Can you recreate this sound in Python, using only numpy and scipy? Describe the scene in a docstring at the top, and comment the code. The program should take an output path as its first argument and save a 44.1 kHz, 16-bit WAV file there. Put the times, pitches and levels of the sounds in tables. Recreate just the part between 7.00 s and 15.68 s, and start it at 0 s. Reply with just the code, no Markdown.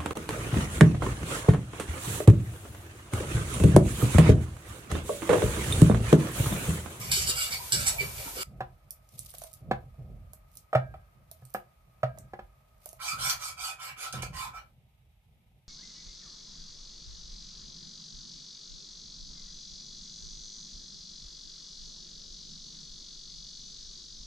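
"""Whisk, pan and puree bowl

A wire whisk scrapes a saucepan on a gas hob, first in sizzling milk, later in thick soup: noise in tiny slips
through shifting pan modes. Between, a spatula empties a bowl of puree: smacks and ticks are filtered noise
bursts, taps a short hum; plops into the pan and knocks of the bowl on the rim are decaying modes with a thump.
The hob rumbles and the pan simmers and hisses, all as shaped noise. Two spaced microphones, small kitchen."""
import sys
import numpy as np
from scipy import signal
from scipy.fft import rfft, irfft, next_fast_len
from scipy.io import wavfile
from scipy.ndimage import uniform_filter1d, map_coordinates

SR = 44100
rng = np.random.default_rng(int(sys.argv[2]) if len(sys.argv) > 2 else 0)


def to_wav(s):
    """Save 16-bit WAV."""
    ch = np.atleast_2d(s).T  # columns
    pcm = np.round(np.clip(ch, -1, 1) * 32767)  # PCM
    wavfile.write(sys.argv[1], SR, pcm.astype(np.int16))


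N = 382788  # samples

# whisk strokes, milk then soup: start t/s, length/s, scrape level/dB, favoured mode f/Hz
STROKES = [(0, .13, -46.5, 1040), (0.108, 0.15, -28.5, 2300), (0.213, 0.069, -41, 2300),
           (0.265, 0.072, -28.5, 2870), (0.349, 0.16, -32, 2870), (0.504, 0.069, -35.5, 4500),
           (0.713, 0.22, -36, 1500), (0.859, 0.048, -26.5, 7900), (0.993, 0.048, -39.5, 4500),
           (1.041, 0.069, -63.5, 1040), (1.153, 0.15, -49.5, 2300), (1.353, 0.37, -39, 3920),
           (5.987, .19, -41, 1320), (6.17, 0.19, -34.5, 2560), (6.377, .16, -42, 1320),
           (6.564, 0.18, -41, 2560), (6.782, 0.15, -47, 2300), (6.96, .15, -45, 1320),
           (7.126, 0.087, -55, 2870), (7.214, 0.057, -56.5, 2300), (7.32, .18, -45.5, 1040),
           (7.526, 0.083, -60, 1320)]
# wires strike the wall: t/s, relative level/dB
WIRE_HITS = [(0.1151, -19.5), (0.7205, -9.5), (6.295, -14), (7.1223, -21), (7.221, -25)]
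# colour of wire on metal: f/Hz, relative density level/dB
SCRAPE_COLOUR = [(350, -23), (620, -13), (1300, -12), (2200, -7), (4500, -3.5), (14400, -11)]
# pan modes rubbed by the wires: f/Hz, nominal width/Hz, relative level/dB
PAN_MODES = [(802, 37, -13.5), (1025.7, 14, -3.5), (1311.6, 25, 1.5), (1551, 36, -5), (2311, 29, 4),
             (2516, 12, -3), (2853, 23, -3.5), (3520, 15, -8), (4480, 40, 1), (4890, 60, -1.5),
             (5565, 50, -2), (7055, 210, -7.5), (7800, 350, -7), (10170, 40, -3.5)]
# milk sizzle on the hot bottom: f/Hz, relative density level/dB
SIZZLE_COLOUR = [(150, -42), (250, -18), (1060, -14.5), (1510, -16.5), (14500, -9.5)]
# bowl against the rim: t/s, body level/dB, hob thump re body level/dB
KNOCKS = [(3.7295, -18.5, -27), (3.7505, -8.5, -7), (3.94, -37, -11), (5.031, -15.5, -6)]
# short-lived rim modes: f/Hz, mean relative level/dB, t60/s
RIM = [(481, -14.5, 0.13), (621, -1.5, 0.11), (654, -2.5, 0.08), (764, -7, 0.076), (1065, -17, 0.028),
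       (1272, -8, 0.053), (1829, -21.5, 0.13), (2330, -24.5, 0.18)]
# all rim modes, with the one long, thin ring: same columns
RIM_MODES = RIM + [(1612, -25.5, .7)]
# puree lands in the pan: t/s, body level/dB, hob thump re body level/dB, hollow f/Hz
PLOPS = [(1.605, -18.5, -18, 768), (2.711, -12, -18.5, 794), (4.421, -48.5, 8.5, 736),
         (4.546, -18, -29.5, 750), (5.334, -29, -30, 777), (5.39, -29.5, -24, 770), (7.137, -33.5, -5, 740),
         (7.23, -28.5, -6, 703), (7.262, -37, -13, 730)]
# pan bottom modes: f/Hz, mean relative level/dB, t60/s
BOTTOM_MODES = [(206, -14, 0.2), (358.7, -13, 0.18), (513.7, -5.5, 0.096), (996, -13, 0.099),
                (1280, -10.5, 0.046), (1580, -19.5, 0.077), (1690, -11, 0.07)]
# sticky puree tears off spatula and bowl: t/s, relative level/dB, centre f/Hz
SMACKS = [(1.9073, -29, 11240), (2.09, -48.5, 6890), (2.181, -63, 9000), (2.1923, -28, 9300),
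          (2.229, -55, 11000), (2.305, -40, 8300), (2.3392, -41, 12000), (2.3838, -34, 11900),
          (2.419, -37, 6000), (2.4375, -32, 9000), (2.531, -42, 9000), (2.538, -37, 12000),
          (3.334, -37, 12500), (3.554, -42.5, 13300), (3.5715, -32.5, 6160), (4.314, -35.5, 11700),
          (4.4523, -40.5, 8200), (4.5404, -29.5, 13670), (5.1864, -38, 7950), (5.8586, -33, 12100),
          (5.89, -35.5, 5360), (5.9303, -41, 11000)]
# spatula touches the bowl: t/s, peak level/dB
TAPS = [(2.34, -43.5), (2.418, -37.5), (2.44, -41.5), (2.942, -54.5), (2.99, -59), (3.334, -49),
        (4.314, -50), (5.175, -44.5), (5.858, -42), (5.93, -46)]
# pan shoved on its grate: t/s (rise complete), relative level/dB, hold/s
SHOVES = [(0, -45, 0.26), (0.512, -53, 0.023), (0.735, -38.5, 0.027), (0.99, -51, 0.18),
          (1.474, -54, 0.096), (2.134, -53, 0.0093), (2.62, -48, 0.094), (2.992, -47.5, .02),
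          (3.098, -54, 0.044), (3.75, -44.5, 0.024), (5.056, -49, 0.029), (6.138, -49.5, 0.014),
          (7.142, -47, 0.11)]
# grate rumble resonances: f/Hz, width/Hz, relative level/dB
GRATE_MODES = [(125.4, 22.4, 8.5), (221.3, 60, -13.5), (486.2, 300, -24), (645, 27, -20.5)]
# deep stove resonances: f/Hz, width/Hz, relative level/dB
DEEP_MODES = [(43.8, 8.3, 0), (75.9, 51, -3)]
# simmer resonances of the pan: f/Hz, width/Hz, relative level/dB
SIMMER_MODES = [(630, 90, -3.5), (1258, 33, 3.5)]
# fine hiss: f/Hz, relative density level/dB
HISS_COLOUR = [(350, -47.5), (600, -15), (837, -7), (1170, -23), (1910, -18.5), (2160, -13), (7160, -23),
               (14500, -18)]
# kitchen walls: f/Hz, t60/s
WALLS = [(300, 0.28), (2000, 0.21), (10000, 0.16)]

MILK_END_S = 1.4336  # whisking and sizzle break off at once
RING_DB_PER_DB, LIGHT_DB = 0.24, -40  # low ring grows slower than the scrape, reckoned from this scrape level
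THUMP_HZ, THUMP_T60_S = 128.2, 0.24  # the pan support bounces
HOLLOW_T60_S = 0.072  # air over the food, pitch set by where the lump lands
SPREAD_S, SPREAD_DB = 0.096, 6  # smack crowding: reach in time, hiss lift per unit
TICKS_PER_S, TICK_DB, TICK_SCATTER_DB = 42, -57, 6  # rate per unit of crowding
SHOVE_RISE_S, SHOVE_FALL_DB_PER_S, HOB_REST_DB = 0.016, 89.5, -66
SIMMER_DB, SIMMER_DROP_DB, SIMMER_END_S = -70, 20, 7.7  # dies down once stirring stops
HISS_DB = -72
ROLL_HZ, TOP_HZ = 14550, 15579


def stroke_ends(rub, stroke, luck, ring_db, damp_db, favour_db, widen):
    """High and low bands of the rubbed pan at both ends of a stroke; modes shift as wires travel and food sloshes."""
    hz, width_hz, level_db = np.transpose(PAN_MODES)
    level_db = level_db + damp_db * np.log2(hz / 2000)  # the contents tilt the modes, dB/octave
    level_db = level_db + favour_db * (np.abs(hz / stroke[3] - 1) < 0.06)
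    ends = []
    for shift, strength in luck:
        pan = modes(np.transpose([hz * (1 + 0.012 * shift), width_hz * widen, level_db + 2.51 * strength]))

        def bands(f):
            colour = amp(along(SCRAPE_COLOUR, f)) + amp(ring_db) * np.abs(pan(f))
            upper = 1 / (1 + (3000 / (f + 1)) ** 8)  # split at 3 kHz
            return colour * np.array([upper, 1 - upper])

        ends.append(unit(filtered(rub, bands).T).T)
    return ends


def whisk(strokes, low_db, ring_db, damp_db, grit_db, patchy_db, skew, soft, hit_t60_s, favour_db, widen):
    """Wires skip over the metal in tiny slips; each stroke presses, lets go and rings the modes its own way."""
    grit = amp(grit_db * np.tile(wobble(400), 2)[:N + SR])
    slips = patchy(rng.standard_normal(N + SR) * grit, patchy_db)
    out, t = np.zeros(N + SR), np.arange(SR // 2) / SR
    lucks = rng.standard_normal((len(strokes), 2, 2, len(PAN_MODES)))
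    for stroke, luck in zip(strokes, lucks):
        start_s, length_s, scrape_db, _ = stroke
        rub = slips[round(start_s * SR):][:len(t)]
        first, last = stroke_ends(rub, stroke, luck, ring_db, damp_db, favour_db, widen)
        travel = np.clip(t / length_s, 0, 1)
        turn = np.pi / 2 * travel
        high, low = first * np.cos(turn) ** 2 + last * np.sin(turn) ** 2
        pressure = np.abs(np.sin(np.pi * travel ** skew)) ** soft * (t < length_s)
        scrape = amp(scrape_db) * pressure
        # square root: the low ring swells earlier and lingers longer within the stroke
        ring = amp(low_db + RING_DB_PER_DB * (scrape_db - LIGHT_DB)) * np.sqrt(pressure)
        for hit_s, hit_db in WIRE_HITS:
            if -0.015 < hit_s - start_s < length_s - 0.015:
                since_s = t + start_s - hit_s
                decay = amp(hit_db - 6.5 - 60 * np.abs(since_s) / hit_t60_s)
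                hit = np.clip(since_s / 0.003, 0, 1) * decay
                scrape, ring = scrape + hit, ring + amp(-18) * hit
        out[round(start_s * SR):][:len(t)] += scrape * high + ring * low
    return out[:N]


def milk():
    """Whisking over the sizzle of thin milk on the hot bottom; sloshing excites the lower modes in patches."""
    strokes = [row for row in STROKES if row[0] < MILK_END_S]
    wires = whisk(strokes, low_db=-45.0, ring_db=6, damp_db=0.56, grit_db=2.5, patchy_db=3.5, skew=0.55,
                  soft=1.2, hit_t60_s=0.069, favour_db=10.5, widen=0.73)
    sizzle = amp(-39.0 + wobble(30)) * noise(lambda f: amp(along(SIZZLE_COLOUR, f)), alike=0.043)
    slosh_modes = modes(PAN_MODES + [(430, 250, -2)])
    patches = patchy(rng.standard_normal(N), db=11)[:N]
    slosh = unit(filtered(patches, lambda f: slosh_modes(f) / (1 + (f / 3000) ** 4)))
    near = place(wires + amp(-48) * slosh, lag_s=0.00024, pan_db=-4.0, wet_db=1.0)
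    after_s = np.maximum(np.arange(N) / SR - MILK_END_S, 0)
    # 16 dB drop at the end, then a short decay
    return (near + sizzle) * np.where(after_s > 0, amp(-16.0 - 60 * after_s / 0.18), 1)


def soup():
    """Thick soup damps the upper pan modes under the whisk."""
    strokes = [row for row in STROKES if row[0] > MILK_END_S]
    wires = whisk(strokes, low_db=-42.5, ring_db=9.5, damp_db=-6.5, grit_db=1.5, patchy_db=4.5, skew=0.89,
                  soft=1.63, hit_t60_s=0.035, favour_db=6.5, widen=1.22)
    return place(wires, lag_s=0.0001, pan_db=-7.5, wet_db=3.5)


def blows(events, table, contact_db, contact_s, blur, rise_s):
    """Each blow rings the modes at new strengths, loud while contact lasts, and thumps the pan support."""
    out, t = np.zeros(N + SR), np.arange(SR // 2) / SR

    def slap_band(f):
        high_pass = (1j * f / 500) ** 2 / (1 + 1j * f / 500) ** 2
        return high_pass / (1 + 1j * f / 1300) ** 2 / (1 + 1j * f / 5000) ** 3

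    crack_mode = modes([(3000, 2200, 0)])
    for s, db, thump_db, *hollow in events:
        rings = table + [(hz, 0, HOLLOW_T60_S) for hz in hollow]
        # lossy modes wander in phase; the faster they die the more
        drift = np.cumsum(rng.standard_normal((len(rings), len(t))), axis=1) * blur
        ring = np.zeros(len(t))
        for k, (hz, level_db, t60_s) in enumerate(rings):
            decay = amp(level_db + 2 * rng.standard_normal() - 60 * t / t60_s)
            ring += (-1) ** k * decay * np.sin(2 * np.pi * hz * t + drift[k] / min(t60_s, 0.25))
        ring = ring * (1 + amp(contact_db) * np.exp(-(t / contact_s) ** 4))
        slap = filtered(rng.standard_normal(len(t)) * amp(-60 * t / 0.079), slap_band)
        crack = filtered(rng.standard_normal(len(t)) * amp(-60 * t / 0.07), lambda f: crack_mode(f) ** 3)
        body = ring / np.abs(ring).max() + amp(2.0) * slap + amp(-19.5) * crack
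        thump = amp(thump_db - 60 * t / THUMP_T60_S) * np.sin(2 * np.pi * THUMP_HZ * t)
        thump = thump * (1 - np.exp(-(t / 0.0082) ** 2))
        out[round(s * SR):][:len(t)] += amp(db) * (body * (1 - np.exp(-t / rise_s)) + thump)
    return out[:N]


def knocks():
    """The bowl strikes the rim: hard, fast onset and ringing rim modes."""
    return blows(KNOCKS, RIM_MODES, contact_db=1.5, contact_s=0.014, blur=0.0021, rise_s=0.0005)


def plops():
    """Puree lumps strike the pan bottom: softer onset, blurred modes and a hollow air pitch."""
    return blows(PLOPS, BOTTOM_MODES, contact_db=5.5, contact_s=0.009, blur=0.0037, rise_s=0.0016)


def smacks():
    """Sticky puree tears: a crisp snap and a short wet fizz around its centre."""
    out, t = np.zeros(N + SR), np.arange(SR // 4) / SR
    for s, db, hz in SMACKS:
        burst = rng.standard_normal(len(t)) * (amp(-60 * t / 0.0084) + amp(-15 - 60 * t / 0.05))
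        centre = modes([(hz, 2500, 0)])
        fizz = filtered(burst, lambda f: (amp(-3.0) + centre(f)) * high_pass3(f, 4500))
        out[round(s * SR):][:len(t)] += amp(db + 2.5) * fizz
    return out[:N]


def ticks():
    """Small irregular threads of puree snap where the smacks crowd."""
    chance, size = rng.random((2, N))
    snaps = (chance < TICKS_PER_S * crowding() / SR) * amp(TICK_DB - TICK_SCATTER_DB * np.log(size + 1e-3))
    decay = np.exp(-1 / (0.0005 * SR))  # 0.5 ms
    grain = signal.lfilter([1], [1, -decay], snaps) * rng.standard_normal(N)
    return filtered(grain, lambda f: high_pass3(f, 5000))


def crowding():
    """Smooth density of smacks in excess of 0.8."""
    return slow(lambda t: np.maximum(sum(np.exp(-((t - s) / SPREAD_S) ** 2) for s, _, _ in SMACKS) - 0.8, 0))


def taps():
    """The loaded bowl hums briefly under the spatula: a noise burst through one damped mode."""
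    out, t = np.zeros(N + SR), np.arange(SR // 4) / SR
    for s, db in TAPS:
        bowl = filtered(rng.standard_normal(len(t)) * amp(-60 * t / 0.03), modes([(640, 40, 0)]))
        out[round(s * SR):][:len(t)] += amp(db) * bowl / np.abs(bowl).max()
    return out[:N]


def shove_level(t):
    """Each shove rises fast, holds, then falls at a constant dB rate."""
    total = 0
    for s, db, hold_s in SHOVES:
        fall_db = SHOVE_FALL_DB_PER_S * np.maximum(t - s - hold_s, 0)
        total = total + np.clip((t - s) / SHOVE_RISE_S + 1, 0, 1) * amp(db - fall_db)
    return total


def hob():
    """Shoves shake the grate in lumps over a deep rumble, almost the same on both sides."""
    shake = amp(HOB_REST_DB) + slow(shove_level)
    grate_modes, deep_modes = modes(GRATE_MODES), modes(DEEP_MODES)
    grate = unit(amp(3 * wobble(16))) * noise(lambda f: grate_modes(f) * (f < 800), alike=0.91)
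    deep_noise = noise(lambda f: deep_modes(f) * (f > 28) / (1 + (f / 110) ** 4), alike=0.97)
    deep = unit(amp(2.5 * wobble(16))) * deep_noise
    # the heavy stove keeps swaying after each shove, 0.12 s time constant
    step = 1 / (0.12 * SR)
    sway = signal.lfilter([step], [1, step - 1], shake)
    return (amp(9.5) * shake ** 1.149 * grate + amp(0.5) * sway * deep) * amp([[-0.7], [0.7]])


def kitchen():
    """The pan simmers in its own resonances under a fine hiss that crackles when puree is moved."""
    t = np.arange(N) / SR
    calm = np.clip((t - SIMMER_END_S) / 0.13 + 0.5, 0, 1)
    simmer_modes = modes(SIMMER_MODES)
    bubbling = noise(lambda f: amp(-17.5) * (f > 300) * (f < 2600) + simmer_modes(f), alike=0.085)
    simmer = amp(SIMMER_DB - SIMMER_DROP_DB * calm) * amp(1.6 * wobble(9.4)) * bubbling
    hiss = amp(HISS_DB + 0.8 * wobble(70)) * noise(lambda f: amp(along(HISS_COLOUR, f)), alike=0.01)
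    treble = filtered(hiss, lambda f: f > 4000)
    hiss = hiss - 0.43 * calm * treble  # the finest fizz fades with the simmer
    crackle = (amp(SPREAD_DB * crowding()) - 1) * amp(5 * wobble(150)) * hiss
    return simmer + hiss + filtered(crackle, lambda f: 1 / (1 + (3500 / (f + 1)) ** 4))


def place(x, lag_s, pan_db, wet_db):
    """Sound reaches the left microphone later; each side hears its own wall echoes."""
    sides = np.array([[1], [-1]])
    pair = filtered(x, lambda f: np.exp(-1j * np.pi * f * lag_s * sides)) * amp(pan_db / 2 * sides)
    hz, t, z = signal.stft(rng.standard_normal((2, SR // 2)), SR, nperseg=256)
    tail = signal.istft(z * amp(-60 * t / along(WALLS, hz)[:, None]), SR, nperseg=256)[1]
    tail = filtered(tail, lambda f: 1 / (1 + (350 / (f + 1)) ** 4))  # no lows in the separate echoes
    tail = np.pad(tail / np.linalg.norm(tail[0]), ((0, 0), (150, 0)))  # echoes start 150 samples late
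    return pair + amp(wet_db) * signal.fftconvolve(x[None], tail, axes=1)[:, :N]


def noise(response, alike):
    """Stereo noise of rms 1; alike sets the correlation of the sides."""
    shares = np.sqrt(np.clip([[1 + alike], [1 - alike]], 0, 2))
    mid, side = filtered(rng.standard_normal((2, N)), response) * shares
    return unit(np.array([mid + side, mid - side]).T).T


def patchy(x, db):
    """x with random gain patches about 300 Hz by 40 ms."""
    z = signal.stft(x, nperseg=512)[2]
    field = uniform_filter1d(rng.standard_normal(z.shape), size=4, axis=0)
    field = uniform_filter1d(field, size=7, axis=1)
    return signal.istft(z * amp(db * field / field.std()), nperseg=512)[1]


def modes(table):
    """Causal response of (f/Hz, width/Hz, level/dB) resonances, alternating in sign."""
    def response(f):
        return sum((-1) ** k * amp(db) * 1j * f * width / (hz * hz - f * f + 1j * f * width)
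                   for k, (hz, width, db) in enumerate(table))
    return response


def high_pass3(f, corner_hz):
    """Third-order high-pass response."""
    return (1j * f / corner_hz / (1 + 1j * f / corner_hz)) ** 3


def filtered(x, response):
    """x times a complex response of frequency."""
    m = next_fast_len(x.shape[-1] + 8192)
    return irfft(rfft(x, m) * response(np.fft.rfftfreq(m, 1 / SR)), m)[..., :x.shape[-1]]


def wobble(rate_hz):
    """A smooth random curve, rate_hz knots a second."""
    return map_coordinates(rng.standard_normal(int(N * rate_hz / SR) + 4), [np.arange(N) * rate_hz / SR])


def slow(shape):
    """A slow function of time, evaluated every 64 samples and interpolated."""
    t = np.arange(0, N + 64, 64) / SR
    return np.interp(np.arange(N) / SR, t, shape(t))


def along(points, hz):
    """(f/Hz, value) points interpolated on a log frequency axis."""
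    f, v = np.transpose(points)
    return np.interp(np.log(hz + 1), np.log(f + 1), v)


def unit(x):
    """Each column scaled to rms 1."""
    return x / np.sqrt(np.mean(x ** 2, axis=0) + 1e-20)


def amp(db):
    """Decibels to gain."""
    return 10 ** (np.asarray(db) / 20)


def scene():
    """Whisk, bowl and pan over the hob and the kitchen floor noise."""
    whisking = milk() + soup()
    struck = place(knocks() + plops(), lag_s=0.00014, pan_db=-2.0, wet_db=-8.5)
    puree = place(smacks() + taps() + ticks(), lag_s=0.0002, pan_db=-7.5, wet_db=-4)
    return whisking + struck + puree + hob() + kitchen()


def record(dry):
    """The treble falls steeply above the roll-off and ends at the band limit."""
    return filtered(dry, lambda hz: amp(-38 * np.clip((hz - ROLL_HZ) / 200, 0, 1)) * (hz < TOP_HZ))


dry = scene()
out = record(dry)
to_wav(out)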